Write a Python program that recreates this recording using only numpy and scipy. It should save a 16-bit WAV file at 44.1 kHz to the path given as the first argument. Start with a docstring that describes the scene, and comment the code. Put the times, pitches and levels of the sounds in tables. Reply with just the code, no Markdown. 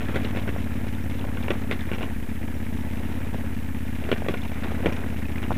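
"""A twin-cylinder motorcycle pulls along a stony track, heard by a small camera in a case on the rider's helmet.
Two uneven exhaust beats a cycle excite the decaying modes of the pipe; metal noise flares with each beat.
Gravel crunches as filtered random grains, and ruts knock the bike with thuds and resonant case rattles.
Pebbles tick, a small metal part pings, and the frame shakes over a low rumble.
The case dulls the knocks' upper modes; preamplifier hiss rises towards the treble."""
import sys
import numpy as np
from scipy import signal
from scipy.io import wavfile
from scipy.ndimage import uniform_filter1d

SR = 44100
rng = np.random.default_rng(int(sys.argv[2]) if len(sys.argv) > 2 else 0)


def store_wav(level_fs):
    """Save 16-bit WAV to argv[1]."""
    pcm = np.round(np.clip(np.atleast_2d(level_fs), -1, 1) * 32767)
    wavfile.write(sys.argv[1], SR, pcm.T.astype(np.int16))


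def nominal_scale(level):
    """Amplitude ratio for a level in decibels (scalar or array-like)."""
    x = np.asarray(level, float) / 20
    return 10 ** x


N = 245637

# Crank speed. Each row: time in seconds, speed in rpm.
CRANK_SPEED = [(0.0, 2240.0), (0.39, 2168.4), (0.46, 2141.6), (0.51, 2325.9), (0.57, 2061.3),
               (0.96, 2122.8), (1.41, 2069.8), (1.46, 2124.5), (1.91, 1914.4), (1.97, 1998.3),
               (2.19, 1886.0), (3.11, 1989.0), (3.3, 2065.0), (3.64, 1983.3), (3.99, 2003.9),
               (4.05, 1816.6), (4.51, 1966.0), (4.56, 1791.4), (4.64, 1961.9), (5.07, 2050.8),
               (5.22, 1807.8), (5.57, 2045.3)]
# Engine load, heard as exhaust loudness. Each row: time in seconds, level in dB.
ENGINE_LOAD = [(0.0, -30.5), (0.09, -28.5), (1.72, -30), (1.83, -31.5), (2.22, -30.5), (2.25, -32),
               (2.96, -30), (4.56, -31), (4.9, -28.5), (4.96, -29.5), (5.57, -29)]
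# Feeble firings. Each row: time in seconds, change of strength in dB.
FEEBLE_FIRINGS = [(0.003, -2.5), (2.25, -10), (4.14, -5), (4.268, -8), (4.332, -5)]
# Modes of the exhaust pipe. Each row: frequency in Hz, 60 dB decay time in seconds,
# signed share from the first cylinder, signed share from the second.
EXHAUST_MODES = [(59, 0.059, -0.25, -0.43), (85.4, 0.034, 0.28, 0.91), (104.7, 0.061, 0.071, -0.17),
                 (224.7, 0.053, 0.23, 0.23), (261.2, 0.18, 0.048, 0.029), (282.6, 0.059, -0.04, -0.17),
                 (327.5, 0.12, 0.034, 0.0023), (480, 0.019, 0.047, 0.03)]
# How loose the track lies. Each row: time in seconds, gravel crunch level in dB.
TRACK_LOOSENESS = [(0.0, -38.5), (0.54, -39.5), (0.73, -42), (1.58, -41), (2.0, -41.5), (2.25, -45.5),
                   (3.15, -41.5), (3.85, -44.5), (4.08, -41.5), (4.56, -40.5), (4.92, -37), (5.24, -42),
                   (5.57, -39.5)]
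# Spectrum of the clattering metal. Each row: frequency in Hz, relative density in dB per Hz.
CLATTER_SPECTRUM = [(250, 8), (380, -15.5), (520, -19.5), (700, -30.5), (900, -8), (1150, -31.5),
                    (1700, -11), (2400, -16), (3000, -19.5), (3800, -32), (4400, -47), (8000, -37)]
# Filter that colours the crunching stones. Each row: frequency in Hz, gain in dB.
CRUNCH_SPECTRUM = [(200, -16), (330, -0.5), (550, -4.5), (750, -6.5), (1150, -10.5), (1600, -8.5),
                   (2400, -8), (3100, -15.5), (3800, -17.5), (4400, -29.5), (5600, -27.5), (10000, -44.5)]
# Spectrum of the preamplifier hiss. Each row: frequency in Hz, relative density in dB per Hz.
HISS_SPECTRUM = [(3000, 1), (4600, -2), (7000, -1), (10200, 1.5), (15300, 2.5)]
# Jolts from the ruts. Each row: start in seconds, thud peak in dB (before its boom),
# low clack peak in dB, bright crack peak in dB.
RUT_KNOCKS = [(0.0062, -25.5, -31, -30), (0.0162, -32, -41, -31.5), (0.085, -34, -44, -27),
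              (0.1447, -24, -30, -32), (0.1575, -18, -25, -22), (0.163, -20, -38, -34),
              (0.1708, -24, -35, -40), (0.2013, -37, -40, -31), (0.2479, -22.5, -36, -27),
              (0.3493, -24.5, -35, -40), (0.36, -32, -34, -26), (0.3705, -22.5, -31, -26.5),
              (0.3856, -44, -37, -46), (0.4773, -23.5, -27, -38), (0.4901, -22, -29, -27),
              (0.562, -21, -32, -43), (1.242, -25.5, -35, -61), (1.371, -29, -29, -33),
              (1.4822, -21.5, -25, -26), (1.5047, -12, -20.5, -16.5), (1.5137, -17.5, -44, -31),
              (1.7119, -19, -22, -18.5), (1.7231, -23, -35, -29), (1.9156, -19.5, -26, -28),
              (1.9331, -25, -29.5, -23.5), (1.9462, -33, -36, -31), (1.9826, -25.5, -33, -35),
              (2.0083, -24.5, -29, -32), (2.018, -29, -31, -32), (2.029, -25, -29.5, -25.5),
              (2.043, -28, -48, -43), (3.3446, -22.5, -34, -42), (4.0379, -33, -52, -30),
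              (4.09, -20, -29, -28), (4.1155, -13, -25, -16.5), (4.1262, -10.5, -26, -21),
              (4.221, -22.5, -40, -48), (4.2635, -21, -33, -34.5), (4.285, -15, -23.5, -20),
              (4.2942, -17.5, -34, -28), (4.308, -25.5, -40, -42), (4.318, -41, -44, -43),
              (4.3391, -21.5, -27, -27), (4.6339, -28, -30, -28), (4.646, -38, -35, -45),
              (4.7188, -23.5, -47, -48), (4.8465, -19, -39, -29), (4.859, -10.5, -21.5, -15.5),
              (4.8663, -11.5, -34, -27.5), (4.879, -26, -39, -52), (4.9237, -33, -33, -29.5),
              (5.4283, -27.5, -26, -29), (5.5066, -14.5, -31, -50), (5.5168, -19, -22.5, -43)]
# Modes that a knock rings, from low to high. Each row: central frequency in Hz,
# width in Hz (a second pass is twice as wide), relative level in dB.
CASE_MODES = [(806, 570, -1.5), (1060, 215, 2.5), (1384, 216, 5.5), (1900, 660, 12), (2260, 330, 11.5),
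              (2650, 440, 12), (3220, 510, 4), (3620, 130, -33), (5270, 690, -27), (5550, 380, -31),
              (8150, 6800, -13)]
# Pings of a small metal part. Each row: start in seconds, level in dB before rise and decay.
METAL_PINGS = [(0.1476, -49), (0.5731, -44), (1.034, -45), (1.505, -38), (1.947, -43), (2.5496, -45),
               (2.809, -46), (3.2001, -50), (4.9237, -38)]
# Pebbles thrown against the bike. Each row: start in seconds, level in dB before rise and decay,
# pitch in Hz.
THROWN_PEBBLES = [(0.246, -34, 3840), (0.9487, -43, 3570), (1.1204, -39, 2300), (1.137, -36, 1780),
                  (1.1927, -36.5, 3380), (1.2114, -33, 2650), (1.426, -36, 3500), (1.431, -31, 2350),
                  (1.808, -34.5, 3500), (1.811, -33, 1760), (1.9832, -35, 2700), (2.429, -31.5, 1980),
                  (2.664, -38, 2250), (3.0335, -34, 2100), (3.4481, -44, 2160), (4.3705, -29, 2200),
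                  (4.4179, -35.5, 3400), (4.4503, -29, 2210), (4.4952, -36, 2600), (5.2537, -32, 2500),
                  (5.2957, -42, 2040), (5.321, -34, 2250), (5.358, -32, 2000), (5.381, -30.5, 2380)]


def evened(x):
    """Normalisation by mean power: scales to rms 1."""
    return x / np.sqrt(np.mean(x ** 2) + 1e-20)


def curve(rows):
    """Linear interpolation: one value per sample from (seconds, value) rows."""
    rows = np.array(rows)
    return np.interp(np.arange(N) / SR, rows[:, 0], rows[:, 1])


def colour(x, points):
    """Minimum-phase filtering: the log gain of (Hz, dB) points fixes the phase of a causal filter."""
    hz = np.abs(np.fft.fftfreq(8192, 1 / SR))
    f, db = np.transpose(points)
    log_gain = np.log(nominal_scale(np.interp(np.log(hz + 1), np.log(f), db)))
    log_gain += 2 * np.log(np.clip(hz / f[0], 1e-3, 1))  # 12 dB an octave down below the first point
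    taps = np.fft.ifft(np.exp(np.conj(signal.hilbert(log_gain)))).real[:4096]
    return signal.oaconvolve(x, taps)[:len(x)]


def resonate(x, hz, width):
    """Simple resonance: one damped complex pole, with a gain of about 1 at its peak."""
    pole = np.exp((2j * np.pi * hz - np.pi * width) / SR)
    return 2 * signal.lfilter([1 - abs(pole)], [1, -pole], x).real


def add(mix, s, sound):
    """Superposition: mixes a sound in at s seconds."""
    part = mix[max(round(s * SR), 0):][:len(sound)]
    part += sound[:len(part)]


def firings(first=.6553, second_lag=.3667, spread_db=.75):
    """Four-stroke timing: each cylinder fires once in two crank turns, with slightly uneven strength."""
    # first and second_lag are fractions of the four-stroke cycle
    cycles = np.cumsum(curve(CRANK_SPEED)) / SR / 120 - first
    trains = np.zeros((2, N))
    chance = rng.standard_normal((2, 200))
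    for k in range(2):
        at = np.flatnonzero(np.diff(np.floor(cycles - k * second_lag)))
        db = spread_db * chance[k, :len(at)]
        for s, feeble_db in FEEBLE_FIRINGS:
            db = db + feeble_db * (abs(at / SR - s) < .008)
        trains[k, at] = nominal_scale(db)
    return trains


def exhaust(trains, echo_s=0.01512, echo=0.1):
    """Impulse excitation of pipe modes: a short suction, a sharp puff and its one return from the open end."""
    lead = SR // 50
    t = np.arange(-lead, 2 * lead) / SR
    suction = -.83 * np.exp(-abs(t) / .0019)
    pulse = np.where(t < 0, suction, np.exp(-abs(t) / .001))
    returned = echo * (t >= echo_s) * np.exp(-abs(t - echo_s) / 0.00049)
    u = np.arange(SR // 3) / SR
    echo_ring = nominal_scale(-60 * u / 0.056) * np.sin(2 * np.pi * 285 * u)
    out = np.zeros(N)
    for k, train in enumerate(trains):
        rings = np.zeros(len(u))
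        for hz, t60, *shares in EXHAUST_MODES:
            rings += shares[k] * nominal_scale(-60 * u / t60) * np.sin(2 * np.pi * hz * u)
        beat = signal.fftconvolve(pulse, rings) + signal.fftconvolve(returned, echo_ring)
        out += signal.oaconvolve(train, beat)[lead:lead + N]
    return nominal_scale(curve(ENGINE_LOAD)) * evened(out)


def clatter(trains, level_db=-41.5, steady=.13, second=.75, valve=.4):
    """Amplitude modulation of noise: metal flares after each firing and again when a valve seats."""
    t = np.arange(SR // 25) / SR
    flare = (1 - np.exp(-t / 0.0012)) * np.exp(-t / 0.004)
    seating = np.roll(trains.sum(0), round(0.0131 * SR))  # 13.1 ms after the firing
    beats = trains[0] + second * trains[1] + valve * seating
    gate = steady + signal.oaconvolve(beats, flare / flare.max())[:N]
    wobble = nominal_scale(0.97 * evened(uniform_filter1d(rng.standard_normal(N), 150)))
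    noise = gate * wobble * rng.standard_normal(N)
    return nominal_scale(level_db) * evened(colour(noise, CLATTER_SPECTRUM))


def tumbling(under_crack_db=-23, t60=0.17):
    """Exponential decay: stones keep tumbling after each knock, starting this far under its crack."""
    jolts = np.zeros(N)
    t = np.arange(SR // 4) / SR
    for s, _, _, crack_db in RUT_KNOCKS:
        add(jolts, s, nominal_scale(crack_db + under_crack_db - 60 * t / t60))
    return jolts


def gravel(per_s=600, size_db=4.0, large_db=2.5, large_boost_db=6, grain_s=0.003, rise_s=0.0004):
    """Random shot noise: stones of uneven size crack under the tyres, large ones low and small ones high."""
    draw = rng.random((3, N))
    size = np.minimum(rng.exponential(1, (3, N)), 4)
    stones = (draw < per_s / SR) * nominal_scale(np.array([[large_db], [size_db], [size_db]]) * size)
    stones = signal.lfilter([1], [1, -np.exp(-1 / (rise_s * SR))], stones)
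    envelopes = signal.lfilter([1], [1, -np.exp(-1 / (grain_s * SR))], stones)
    bursts = envelopes * rng.standard_normal((3, N))
    bands = [(1100, "low"), ((1100, 2300), "band"), (2300, "high")]
    large, middle, small = (signal.lfilter(*signal.butter(2, hz, kind, fs=SR), burst)
                            for (hz, kind), burst in zip(bands, bursts))
    crunch = colour(nominal_scale(large_boost_db) * large + middle + small, CRUNCH_SPECTRUM)
    return (nominal_scale(curve(TRACK_LOOSENESS)) + tumbling()) * evened(crunch)


def knocks(rattle_db=-14.0, rattle_t60=0.085, bounce_db=6.0, boom_db=-8, mode_spread_db=2.5,
           thud_base_hz=406, thud_spread=0.085, hollow_from_db=9.5, hollow_hz_per_db=16.5):
    """Modal excitation: a blow and bouncing rattle ring the case, over a dull thud that starts inward."""
    out = np.zeros(N)
    t = np.arange(SR // 8) / SR
    case_wall = signal.butter(4, 4300, fs=SR, output="sos")
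    noise = rng.standard_normal((len(RUT_KNOCKS), 2, len(t)))
    spots = rng.standard_normal((len(RUT_KNOCKS), 1 + len(CASE_MODES)))
    for (s, thud_db, clack_db, crack_db), (n, lumps), spot in zip(RUT_KNOCKS, noise, spots):
        # each knock lands elsewhere, so pitch and modes vary
        thud_hz = thud_base_hz * np.exp(thud_spread * spot[0])
        shares = nominal_scale(mode_spread_db * spot[1:])
        # a crack far under the thud makes a higher, hollow knock
        thud_hz += hollow_hz_per_db * max(thud_db - crack_db - hollow_from_db, 0)

        blow = 1.3 * n * np.minimum(t / 0.0004, 1) * np.exp(-t / 0.0011)
        bounces = nominal_scale(bounce_db * evened(uniform_filter1d(lumps, size=50)))
        rattle = n * bounces * np.minimum(t / 0.0027, 1) * nominal_scale(rattle_db - 60 * t / rattle_t60)
        # the modes above 4.5 kHz get only a brief hiss of light parts
        light = n * np.minimum(t / 0.001, 1) * nominal_scale(-17 - 60 * t / 0.045)
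        rings = []
        for (hz, width, db), share in zip(CASE_MODES, shares):
            source = rattle + blow if hz < 4500 else light
            mode_hz = hz * share ** .1
            ring = resonate(resonate(source, mode_hz, width), mode_hz, 2 * width)
            rings.append(share * nominal_scale(db) * ring)
        clack = sum(rings[:3])
        crack = signal.sosfilt(case_wall, sum(rings[3:8])) + sum(rings[8:])

        # the thud swells within a turn and dies in a few
        thud = -np.sin(2 * np.pi * thud_hz * t) * np.minimum(t * thud_hz * 1.3, 1)
        thud *= nominal_scale(-60 * t * thud_hz / 3.6)
        boom = evened(resonate(resonate(n, 180, 260), 190, 320))
        boom *= np.minimum(t / 0.005, 1) * nominal_scale(boom_db - 60 * t / rattle_t60)
        add(out, s, nominal_scale(crack_db) * crack / abs(crack).max())
        add(out, s, nominal_scale(clack_db) * clack / abs(clack).max())
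        add(out, s, nominal_scale(thud_db) * (thud / abs(thud).max() + boom))
    return out


def pebbles(t60=0.022, rise_s=.0008, grit=0.6):
    """Damped impact tone with narrow-band noise: each pebble ticks grittily at its own pitch."""
    out = np.zeros(N)
    t = np.arange(SR // 20) / SR
    noise = rng.standard_normal((len(THROWN_PEBBLES), len(t)))
    for (s, db, hz), n in zip(THROWN_PEBBLES, noise):
        rough = evened(resonate(resonate(n, hz, 900), hz, 840))
        tick = np.sin(2 * np.pi * hz * t) + grit * rough
        add(out, s, nominal_scale(db - 60 * t / t60) * np.minimum(t / rise_s, 1) * tick)
    return out


def pings(hz=5580, t60=0.024, rise_s=0.0023):
    """Free vibration with damping: a small metal part gives a brief high ring."""
    out = np.zeros(N)
    t = np.arange(SR // 20) / SR
    for s, db in METAL_PINGS:
        add(out, s, nominal_scale(db - 60 * t / t60) * np.minimum(t / rise_s, 1) * np.sin(2 * np.pi * hz * t))
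    return out


def shake(shake_db=-50, lag_turns=0.35, rumble_db=-52, bump_s=2.19, bump_db=-32):
    """Forced vibration: the frame shakes once a crank turn, over lumpy track rumble and one soft bump."""
    turns = np.cumsum(curve(CRANK_SPEED)) / SR / 60
    frame = nominal_scale(shake_db) * np.sqrt(2) * np.sin(2 * np.pi * (turns - lag_turns))
    rumble = evened(resonate(resonate(rng.standard_normal(N), 36, 30), 39, 40))
    since = np.arange(N) / SR - bump_s
    bump = nominal_scale(bump_db) * np.exp(-(since / 0.062) ** 2) * np.sin(2 * np.pi * 40 * since)
    return frame + nominal_scale(rumble_db) * rumble + bump


def scene():
    """Linear superposition of engine, tyres, jolts and shaking; one set of firings drives the engine sounds."""
    trains = firings()
    engine = exhaust(trains) + clatter(trains)
    track = gravel() + knocks() + pebbles()
    return (engine + track + pings() + shake())[None]


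def low_pass(x):
    """Removes everything above the highest recorded frequency."""
    return signal.sosfilt(signal.butter(12, 16290, fs=SR, output="sos"), x)


def record(dry, hiss_db=-52, offset=-.0457):
    """Additive noise and band limiting: preamplifier hiss, a low-pass edge and a steady offset."""
    hiss = nominal_scale(hiss_db) * evened(colour(rng.standard_normal(N), HISS_SPECTRUM))
    edge = signal.firwin(2047, 15330, window=("kaiser", 9), fs=SR)[None]
    mix = signal.oaconvolve(dry + hiss, edge, "same") + offset
    return low_pass(mix)


dry = scene()
out = record(dry)
store_wav(out)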